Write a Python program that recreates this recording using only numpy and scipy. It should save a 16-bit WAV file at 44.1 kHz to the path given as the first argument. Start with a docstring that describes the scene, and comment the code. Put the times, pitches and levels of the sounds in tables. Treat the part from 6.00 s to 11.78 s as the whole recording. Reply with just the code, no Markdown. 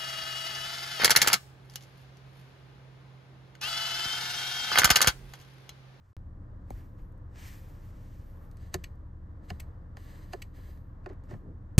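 """Inside an idling car, a hand turns the headlight knob on the steering column stalk by three clicks.
At each click stop (a detent) a plunger snaps home and sets the plastic stalk ringing. About a tenth
of a second later a relay, an electric switch behind the dashboard, answers with a rattle of contacts.
Soft hisses swell and fade, fingers bump the stalk, and the engine hums under it all.
The sound starts faint, drops out for a moment and comes back with a small pop."""
import sys
import numpy as np
from scipy import signal
from scipy.fft import rfft, irfft, next_fast_len
from scipy.io import wavfile

SR = 44100
rng = np.random.default_rng(int(sys.argv[2]) if len(sys.argv) > 2 else 0)


def unload_wav(signal):
    """Save mono or channel-first audio to the path in sys.argv[1] as 16-bit WAV at rate SR, clipped to [-1, 1]."""
    wavfile.write(
        sys.argv[1],
        SR,
        np.round(np.clip(np.atleast_2d(signal).T, -1, 1) * 32767).astype(np.int16),
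    )


N = 254898
SIZE = 16384  # samples in one short sound
AGE, TIME = np.arange(SIZE) / SR, np.arange(N) / SR  # seconds into a short sound, and into the scene

# Tones of the idling engine. Each row: multiple of the firing rate, level in dB.
ENGINE_TONES = [(1, -50), (2, -61), (3, -55.5), (4, -56), (5, -62.5), (6, -66), (10, -73)]
# Rumble of the car body, and moving air. Each row: frequency in Hz, relative level in dB.
RUMBLE_COLOUR = [(15, -46.5), (35, -9), (52, 4.5), (66, 1.5), (85, 1), (105, 5.5), (135, -16.5), (185, -6),
                 (220, -13.5), (300, -12), (420, -25), (700, -63)]
AIR_COLOUR = [(200, -20.5), (500, 11.5), (750, 2), (1100, 4), (1400, -2.5), (1800, -3.5), (2400, -20.5),
              (3500, -22.5), (7000, -32.5), (10000, -41), (13000, -30), (15500, -41.5)]
# Thuds in the steering column, and jolts of the microphone. Each row: start in seconds, level in dB.
COLUMN_THUDS = [(2.749, -1.5), (3.511, -2), (5.326, -4), (5.354, -4.5), (5.469, -10)]
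MIC_JOLTS = [(.718, -25.5), (1.015, -29)]
# Ringing of the steering column, the microphone case, the relay case and the stalk.
# Each row: pitch in Hz, relative level in dB, seconds to fall 60 dB when left to ring freely.
COLUMN_MODES = [(101.3, -30, .11), (139, -37.5, 0.12), (190, -35.5, 0.15)]
MIC_CASE_MODES = [(240, -21.5, 0.013), (550, -34, 0.018), (773, -32.5, 0.02), (2210, -50.5, 0.021),
                  (4100, -59, 0.019)]
RELAY_MODES = [(1893, -50.5, 0.058), (2235, -54.5, 0.064), (2640, -41, 0.02), (2930, -50, 0.048),
               (3350, -57, 0.035), (4090, -66, 0.12), (4530, -55, .05), (5400, -59, .03),
               (6330, -54, 0.035), (7050, -61, .03), (7940, -51.5, 0.039)]
STALK_MODES = [(362.2, -22.5, 0.079), (453, -34, 0.078), (585, -33, 0.076), (696, -33.5, 0.051),
               (800, -31.5, 0.031), (1038, -37, 0.065), (1235, -49, 0.11), (1460, -40, 0.05),
               (1740, -34, 0.066), (1885, -39, 0.06), (2215, -46.5, 0.05), (2480, -44.5, 0.045),
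               (2728, -45.5, 0.03), (2950, -45, 0.045), (4030, -43, 0.028), (4250, -39.5, 0.026),
               (4480, -42, .035), (5270, -50, .025), (6090, -38.5, 0.025), (6340, -39, 0.024),
               (6700, -39.5, .026), (6930, -43, .026), (7600, -44.5, .024)]
# Swells of broad hiss and of more resonant hiss. Each row: time of full level, rise and hold,
# all in seconds, level in dB, extra treble in dB, fall in dB per second.
BROAD_SWELLS = [(.045, 0.075, 0.042, -77.5, 0, 107), (.715, 0.029, 0.064, -69, 4, 107),
                (.985, 0.022, 0.014, -78.5, 4.5, 130), (1.388, 0.026, 0.057, -57, -0.5, 111),
                (1.47, .03, 0.045, -58.5, 3.5, 97), (1.65, 0.076, 0.55, -72, 2.5, 105),
                (2.29, 0.067, 0.16, -77.5, 8.5, 103.5), (5.238, .004, .002, -80, 3, 108),
                (5.298, .007, 0.0074, -64.5, -3.5, 217)]
RESONANT_SWELLS = [(2.61, 0.044, 0.051, -69.5, -0.5, 104.5), (3.445, 0.014, .005, -71, 3, 128),
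                   (3.491, 0.0044, 0.0071, -63, -2, 400), (3.975, 0.0075, 0.14, -66.5, 2.5, 104.5),
                   (4.1, 0.057, 0.13, -66.5, 1.5, 148), (4.3, 0.033, 0.041, -71.5, 6, 130),
                   (4.55, 0.011, 0.16, -67.5, 5, 150)]
# Tone of the broad hiss, the resonant hiss, and dragging finger pads.
# Each row: frequency in Hz, relative level in dB.
BROAD_COLOUR = [(300, -6), (900, 2), (1400, -3), (1750, 7.5), (2200, 4), (2550, 2), (3000, 1), (3700, -2),
                (5200, -1.5), (6200, -2.5), (7300, -4), (8500, -5), (9200, -5), (13000, -2.5), (15100, -3),
                (15500, -25)]
RESONANT_COLOUR = [(300, -5.5), (600, 2.5), (1000, 4.5), (1450, -3.5), (1750, 13), (2050, 7.5),
                   (2450, -0.5), (2900, 2.5), (3650, -1.5), (4100, 4), (4400, -1), (4800, 3), (5500, -9.5),
                   (6150, -1), (7000, -5.5), (8300, -3), (9200, -7.5), (12200, -3.5), (14500, -2),
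                   (15500, -21)]
PAD_COLOUR = [(120, -6), (260, 6.5), (420, 2.5), (600, -4), (1000, -9.5), (1900, -10), (3200, -23),
              (9000, -41)]
# Finger pads dragging over plastic. Each row: middle in seconds, level in dB,
# seconds the swell spreads to either side, extra dB from 2 kHz up.
PAD_SCUFFS = [(0.79, -64, 0.069, 3), (1.0, -69.5, .018, 5.5), (1.378, -65.5, 0.033, 9),
              (4.591, -62, 0.017, 2), (4.703, -64, 0.028, -9), (5.111, -54, 0.036, -2.5),
              (5.321, -51, 0.039, -4.5), (5.482, -51.5, 0.055, -26)]
# Ticks of skin and nail on plastic. Each row: start in seconds, level in dB, extra treble in dB.
NAIL_TICKS = [(0.7042, -47, 22), (1.1216, -73, 25), (1.178, -73, 24), (1.358, -36, -7), (2.5133, -46, 5.5),
              (2.5700, -46, 7.5), (2.955, -70, 17), (3.9692, -43.5, 5.5), (4.774, -46, -9),
              (5.044, -48, -9), (5.091, -41, -9), (5.1320, -63, 14), (5.2373, -58, 11)]
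# Rattling relay contacts, and the dry crack of a blow. Each row: frequency in Hz, gain in dB.
CONTACT_COLOUR = [(300, -15), (1500, -16), (2350, -1), (3600, -13), (4400, -7), (5600, -15), (6400, -10),
                  (7100, -19), (8100, -11), (9000, -19.5), (11600, -9.5), (15500, -16.5)]
CRACK_COLOUR = [(150, -18.5), (600, -13), (1500, -4), (2500, -0.5), (3400, -10), (4200, -1), (5000, -5),
                (5550, -12), (6200, -3.5), (6800, -5.5), (7400, -9.5), (8500, -9), (13000, -8),
                (16000, -15)]
# Dull knocks from fingers and the knob's end stop. Each row: start in seconds, level in dB, extra bass
# in dB, treble tilt in dB per octave, share of the free ring time, pitch factor, crack gain in dB.
STALK_KNOCKS = [(2.7541, -12, 0.5, -6.5, .6, 1.0, -2), (3.508, -14, 4.5, -8, 0.58, 1.2, 0),
                (3.9696, -6, -9, -5.5, 0.33, 1.05, -0.5), (4.3446, -8, 9, -19, 0.38, 1.185, 10),
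                (4.577, -20.5, -3, -10, 0.56, 1.04, -4), (4.684, -19, -7, -10, .7, 1.0, -10),
                (5.0605, -3.5, -.5, -9, 0.71, 1.02, 4), (5.098, -14.5, 10, -8, 0.68, 1.055, 0),
                (5.3093, -11.5, 3, -6, 0.79, 1.04, -4), (5.3378, -6.5, -9, -7.5, 0.49, 1.02, -16)]
# The knob snapping into a detent. Each row: time in seconds, level in dB, extra bass in dB, treble tilt
# in dB per octave, share of the free ring time left by the grip, crack gain in dB, hollow boost in dB,
# knob pitch in Hz and level in dB, spring pitch in Hz and level in dB, scrape level in dB,
# relay delay in seconds, relay level in dB, extra relay treble in dB.
DETENT_SNAPS = [(2.7415, -0.5, 2.5, 0.65, 0.79, -0.5, 4, 2315, -41, 4500, -36, -40.5, 0.097, 2, -1.5),
                (3.5024, -3, -6, -2, 0.55, -4.5, 9, 2840, -32.5, 4860, -39.5, -43.5, 0.0958, -1, 6),
                (4.3332, -3.5, -2.5, -2.5, 0.74, -2.5, 9, 2950, -46, 4780, -36.5, -40, .0854, 1.4, 0)]
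# Stereo width of the cabin and of the stalk. Each row: frequency in Hz, gain of the side signal in dB.
CABIN_WIDTH = [(30, -21), (70, -26.5), (115, -17.5), (200, -10), (380, -5), (700, -6), (1350, 2.5),
               (2400, -7.5), (4400, -31.5), (6500, -10), (8100, -5.5), (11000, -2), (15000, -11.5)]
STALK_SPREAD = [(200, -11.5), (380, -16), (700, -6), (1350, 2), (2400, -12.5), (4400, -21.5), (6500, -20),
                (8100, 0.5), (15000, 0)]
# Where the stalk sits between the ears. Each row: frequency in Hz, left minus right in dB.
STALK_BALANCE = [(200, 1), (380, -1), (700, -4), (1100, -1), (1750, -3), (3000, 0), (15000, 0)]
# The thin, faint opening, and the microphone's treble notch. Each row: frequency in Hz, gain in dB.
FAINT_OPENING = [(30, -20.5), (100, -9.5), (300, -17), (1200, -6)]
MIC_NOTCH = [(8800, 0), (9600, -16.5), (10300, -11), (11200, -4.5)]


def amp(db):
    """Turns decibels into a gain."""
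    return 10 ** (np.asarray(db) / 20)


def unit(x):
    """Scales a signal to an average power of 1."""
    return x / np.sqrt(np.mean(x ** 2) + 1e-20)


def read(points, size):
    """Spreads a table of Hz and dB over all the frequencies of a spectrum."""
    hz, db = np.transpose(points)
    return np.interp(np.log(np.fft.rfftfreq(size, 1 / SR) + 1), np.log(hz), db)


def colour(x, points, power=1):
    """Shapes the tone with a table of Hz and dB, keeping attacks sharp."""
    size = next_fast_len(x.shape[-1] // 2 + 2048) * 2
    cepstrum = irfft(np.log(amp(power * read(points, size))), size)
    # folding it forward in time stops the filter from sounding early
    cepstrum[1:size // 2] *= 2
    cepstrum[size // 2 + 1:] = 0
    return irfft(rfft(x, size) * np.exp(rfft(cepstrum)), size)[..., :x.shape[-1]]


def add(mix, s, sound):
    """Mixes a sound in, starting at s seconds."""
    part = mix[:, round(s * SR):][:, :sound.shape[-1]]
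    part += sound[..., :part.shape[-1]]


def fade(t60):
    """Falls by 60 dB every t60 seconds."""
    return np.exp(-np.log(1000) * AGE / t60)


def noise(size):
    """White noise as a pair: mid (what both ears share) and side (what sets them apart)."""
    return rng.standard_normal((2, size))


def wander(rate_hz):
    """A smooth random drift, mostly slower than rate_hz."""
    hz = np.fft.rfftfreq(N, 1 / SR)
    return unit(irfft(rfft(rng.standard_normal(N)) / (1 + (hz / rate_hz) ** 4), N))


def stereo(pair, width):
    """Turns mid and side into left and right."""
    side = irfft(rfft(pair[1]) * amp(read(width, N)), N)
    return np.array([pair[0] + side, pair[0] - side])


def ring(modes, build_cycles, scatter, share=1, lag_cycles=0):
    """A struck part rings with its own tones (modes). Each builds over cycles, so low ones come last."""
    out = np.zeros(SIZE, complex)
    for k, (hz, db, t60) in enumerate(modes):
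        pitch_hz = hz * (1 + scatter * rng.standard_normal())
        turns = np.maximum(pitch_hz * AGE - lag_cycles, 0)
        build = 1 - np.exp(-(turns / build_cycles) ** 2)
        decay = 1000 ** (-turns / hz / (t60 * share))
        sign = (-1) ** k  # neighbouring modes swing opposite ways
        out += sign * amp(db) * build * decay * np.exp(2j * np.pi * turns)
    return np.array([out.real, out.imag])


def burst(width_s):
    """A very short clump of tiny impacts, as mid and side a quarter cycle apart."""
    envelope = np.exp(-((AGE - .001) / width_s) ** 2)
    spectrum = rfft(rng.standard_normal(SIZE) * envelope)
    evened = unit(np.abs(spectrum) ** .2) * np.linalg.norm(envelope)
    spectrum = evened * np.exp(1j * np.angle(spectrum))
    return np.array([irfft(spectrum), irfft(1j * spectrum)]) * (AGE < .1)


def cabin():
    """Engine tones and a fan tone waver over body rumble and moving air."""
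    firing_hz, fan_hz, fan_db = 28.89, 73.9, -51.5
    turns = np.cumsum(firing_hz * (1 + 0.0024 * wander(1.57))) / SR
    hum = sum(amp(db + 1.2 * wander(5.9)) * np.exp(2j * np.pi * (k * turns + rng.random()))
              for k, db in ENGINE_TONES)
    hum += amp(fan_db + 2.2 * wander(0.74)) * np.exp(2j * np.pi * (fan_hz * TIME + rng.random()))
    rumble = amp(-49) * unit(colour(noise(N), RUMBLE_COLOUR))
    air = amp(-65.5 + 1.1 * wander(2.1)) * unit(colour(noise(N), AIR_COLOUR))
    return np.sqrt(2) * np.array([hum.real, hum.imag]) + rumble + air


def bumps():
    """The steering column thuds; the hand-held microphone is jolted and its case is tapped once."""
    jolt_hz, jolt_t60_s, tap_s = 45.2, 0.18, .7048
    out = np.zeros((2, N))
    for s, db in COLUMN_THUDS:
        add(out, s, amp(db) * ring(COLUMN_MODES, build_cycles=0.25, scatter=0.076))
    for s, db in MIC_JOLTS:
        add(out, s, ring([(jolt_hz, db, jolt_t60_s)], build_cycles=0.51, scatter=.02))
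    add(out, tap_s, ring(MIC_CASE_MODES, build_cycles=0.52, scatter=0.0095, lag_cycles=0.88))
    return out * amp([[0], [4]])  # more side makes them wider


def swell_gain(swells):
    """The combined loudness of swells that each rise, hold and die away."""
    power = np.zeros(N)
    for s, rise, hold, db, fall_db_per_s in swells:
        before, after = np.maximum(s - TIME, 0), np.maximum(TIME - s - hold, 0)
        power += (np.exp(-before / rise) * amp(db - fall_db_per_s * after)) ** 2
    return np.sqrt(power)


def swelling_hiss(swells, spectrum, flutter_db=0.8):
    """A fine hiss rises, holds and fades; its highest part comes later and lingers."""
    treble_hz, lag_s, fall_share = 9500, .008, 0.73
    hiss = unit(colour(noise(N), spectrum))
    treble = irfft(rfft(hiss) * (np.fft.rfftfreq(N, 1 / SR) > treble_hz), N)
    body_gain = swell_gain([(s, rise, hold, db, fall) for s, rise, hold, db, _, fall in swells])
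    treble_gain = swell_gain([(s + lag_s, rise, hold, db + treble_db, fall * fall_share)
                              for s, rise, hold, db, treble_db, fall in swells])
    treble_gain *= amp(0.85 * wander(14))
    flutter = amp(1 + flutter_db * wander(25))
    return ((hiss - treble) * body_gain + treble * treble_gain) * flutter


def hisses():
    """Swells of broad hiss and of more resonant hiss; the resonant one also swells at every detent."""
    lead_s, rise_s, hold_s = 0.012, 0.0095, 0.015
    db, treble_db, fall_db_per_s = -66.5, -2, 104
    at_detents = [(s - lead_s, rise_s, hold_s, db, treble_db, fall_db_per_s) for s, *_ in DETENT_SNAPS]
    broad = swelling_hiss(BROAD_SWELLS, BROAD_COLOUR)
    return broad + swelling_hiss(RESONANT_SWELLS + at_detents, RESONANT_COLOUR)


def scuffs():
    """Skin sticks and slips on plastic, making a dull, grainy swell."""
    slips_per_s, middle = 1200, AGE[-1] / 2
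    out = np.zeros((2, N))
    for s, db, spread_s, bright_db in PAD_SCUFFS:
        slips = noise(SIZE) * (0.31 + (rng.random(SIZE) < slips_per_s / SR))
        sound = colour(unit(colour(slips, PAD_COLOUR)), [(450, 0.0061), (2000, bright_db)])
        swell = np.exp(-((AGE - middle) / spread_s) ** 2)
        add(out, s - middle, amp(db) * sound * swell)
    return out


def ticks():
    """Light touches of skin and nail crack without setting anything ringing."""
    out = np.zeros((2, N))
    for s, db, treble_db in NAIL_TICKS:
        tick = burst(width_s=0.00009) + amp(-14.5) * noise(SIZE) * fade(0.041)
        add(out, s, colour(colour(tick, CRACK_COLOUR), [(2500, db), (12000, db + treble_db)]))
    return out


def relay():
    """After each detent the contacts chatter briefly; the moving arm lands and the case rings."""
    bounces_per_s, bounce_db, chatter_s = 1200, 13, .0042
    swell = np.exp(-((AGE - chatter_s) / chatter_s) ** 2)
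    out = np.zeros((2, N))
    for s, *_, delay, db, treble_db in DETENT_SNAPS:
        bounces = amp(bounce_db) * np.sign(noise(SIZE)) * (rng.random(SIZE) < bounces_per_s / SR)
        chatter = amp(-33) * unit(noise(SIZE) + bounces) * swell
        tail = amp(-45) * noise(SIZE) * fade(0.12)
        sound = colour(chatter + tail, CONTACT_COLOUR)
        add(sound, .003, ring(RELAY_MODES, build_cycles=3.1, scatter=0.0025, share=0.93))
        add(out, s + delay, colour(sound, [(4500, db), (12000, db + treble_db)]))
    return out


def blow(db, bass_db, tilt_db, share, pitch, crack_db):
    """A crack, the ringing stalk and a short cabin echo. Each hit has its own level, bass and tilt."""
    bass_hz, pivot_hz, top_hz = 360, 750, 16000
    top_db = db + tilt_db * np.log2(top_hz / pivot_hz)
    contact = [(bass_hz, db + bass_db), (pivot_hz, db), (top_hz, top_db)]
    tail = amp(-25.5) * fade(0.058 * share) + amp(-63) * fade(0.14 * share)
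    crack = colour(amp(-19) * burst(width_s=.00045) + noise(SIZE) * tail, CRACK_COLOUR)
    modes = [(hz * pitch, mode_db, t60) for hz, mode_db, t60 in STALK_MODES]
    body = ring(modes, build_cycles=2.37, scatter=.002, share=share, lag_cycles=1.23)
    return colour(amp(crack_db) * crack + body, contact)


def stalk():
    """A plunger scrapes up its ramp and snaps home, knob and spring ping, and knocks hit the stalk."""
    knob_t60_s, spring_t60_s = .013, .015
    grip_pitch = 1.008  # while the knob is gripped, the stalk rings slightly sharp
    out = np.zeros((2, N))
    for (s, db, bass_db, tilt_db, share, crack_db, hollow_db,
         knob_hz, knob_db, spring_hz, spring_db, scrape_db, *_) in DETENT_SNAPS:
        scrape = colour(noise(SIZE) * amp(scrape_db) * fade(0.029), CRACK_COLOUR)
        add(out, s - SIZE / SR, scrape[:, ::-1])  # reversed, so it grows until the snap
        stalk_hollow = [(600, 0), (724, hollow_db), (970, 0)]  # a hollow boost around 724 Hz
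        snap = blow(db, bass_db, tilt_db, share, grip_pitch, crack_db)
        add(out, s, colour(snap, stalk_hollow))
        # the grip sets the knob's pitch; how far the spring is squeezed sets the spring's
        pings = [(knob_hz, knob_db, knob_t60_s), (spring_hz, spring_db, spring_t60_s)]
        add(out, s, ring(pings, build_cycles=1.7, scatter=.003, lag_cycles=2.7))
    for s, *knock in STALK_KNOCKS:
        add(out, s, blow(*knock))
    return out


def scene():
    """The stalk sits a little to the right, with the cabin sound all around it."""
    left, right = stereo(stalk() + scuffs() + ticks(), STALK_SPREAD)
    knob = np.array([colour(left, STALK_BALANCE, power=.5), colour(right, STALK_BALANCE, power=-.5)])
    around = stereo(relay() + bumps() + hisses() + cabin(), CABIN_WIDTH)
    return knob + around * amp([[.3], [-.3]])


def record(dry):
    """Adds a faint start, a gap ending in a pop, a treble notch, a quick fade-out and a treble limit."""
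    gap_from_s, gap_to_s, fade_out_s = 0.131, 0.1672, .006
    pop_db, top_hz = -42, 15500
    gated = np.where(TIME < gap_from_s, colour(dry, FAINT_OPENING), dry * (TIME > gap_to_s))
    ending = np.minimum((TIME[-1] - TIME) / fade_out_s, 1)
    sound = colour(gated, MIC_NOTCH) * ending
    add(sound, gap_to_s, amp(pop_db) * fade(.03))
    low_pass = signal.firwin(255, top_hz, window=("kaiser", 9), fs=SR)
    return signal.oaconvolve(sound, low_pass[None], "same")


dry = scene()
out = record(dry)
unload_wav(out)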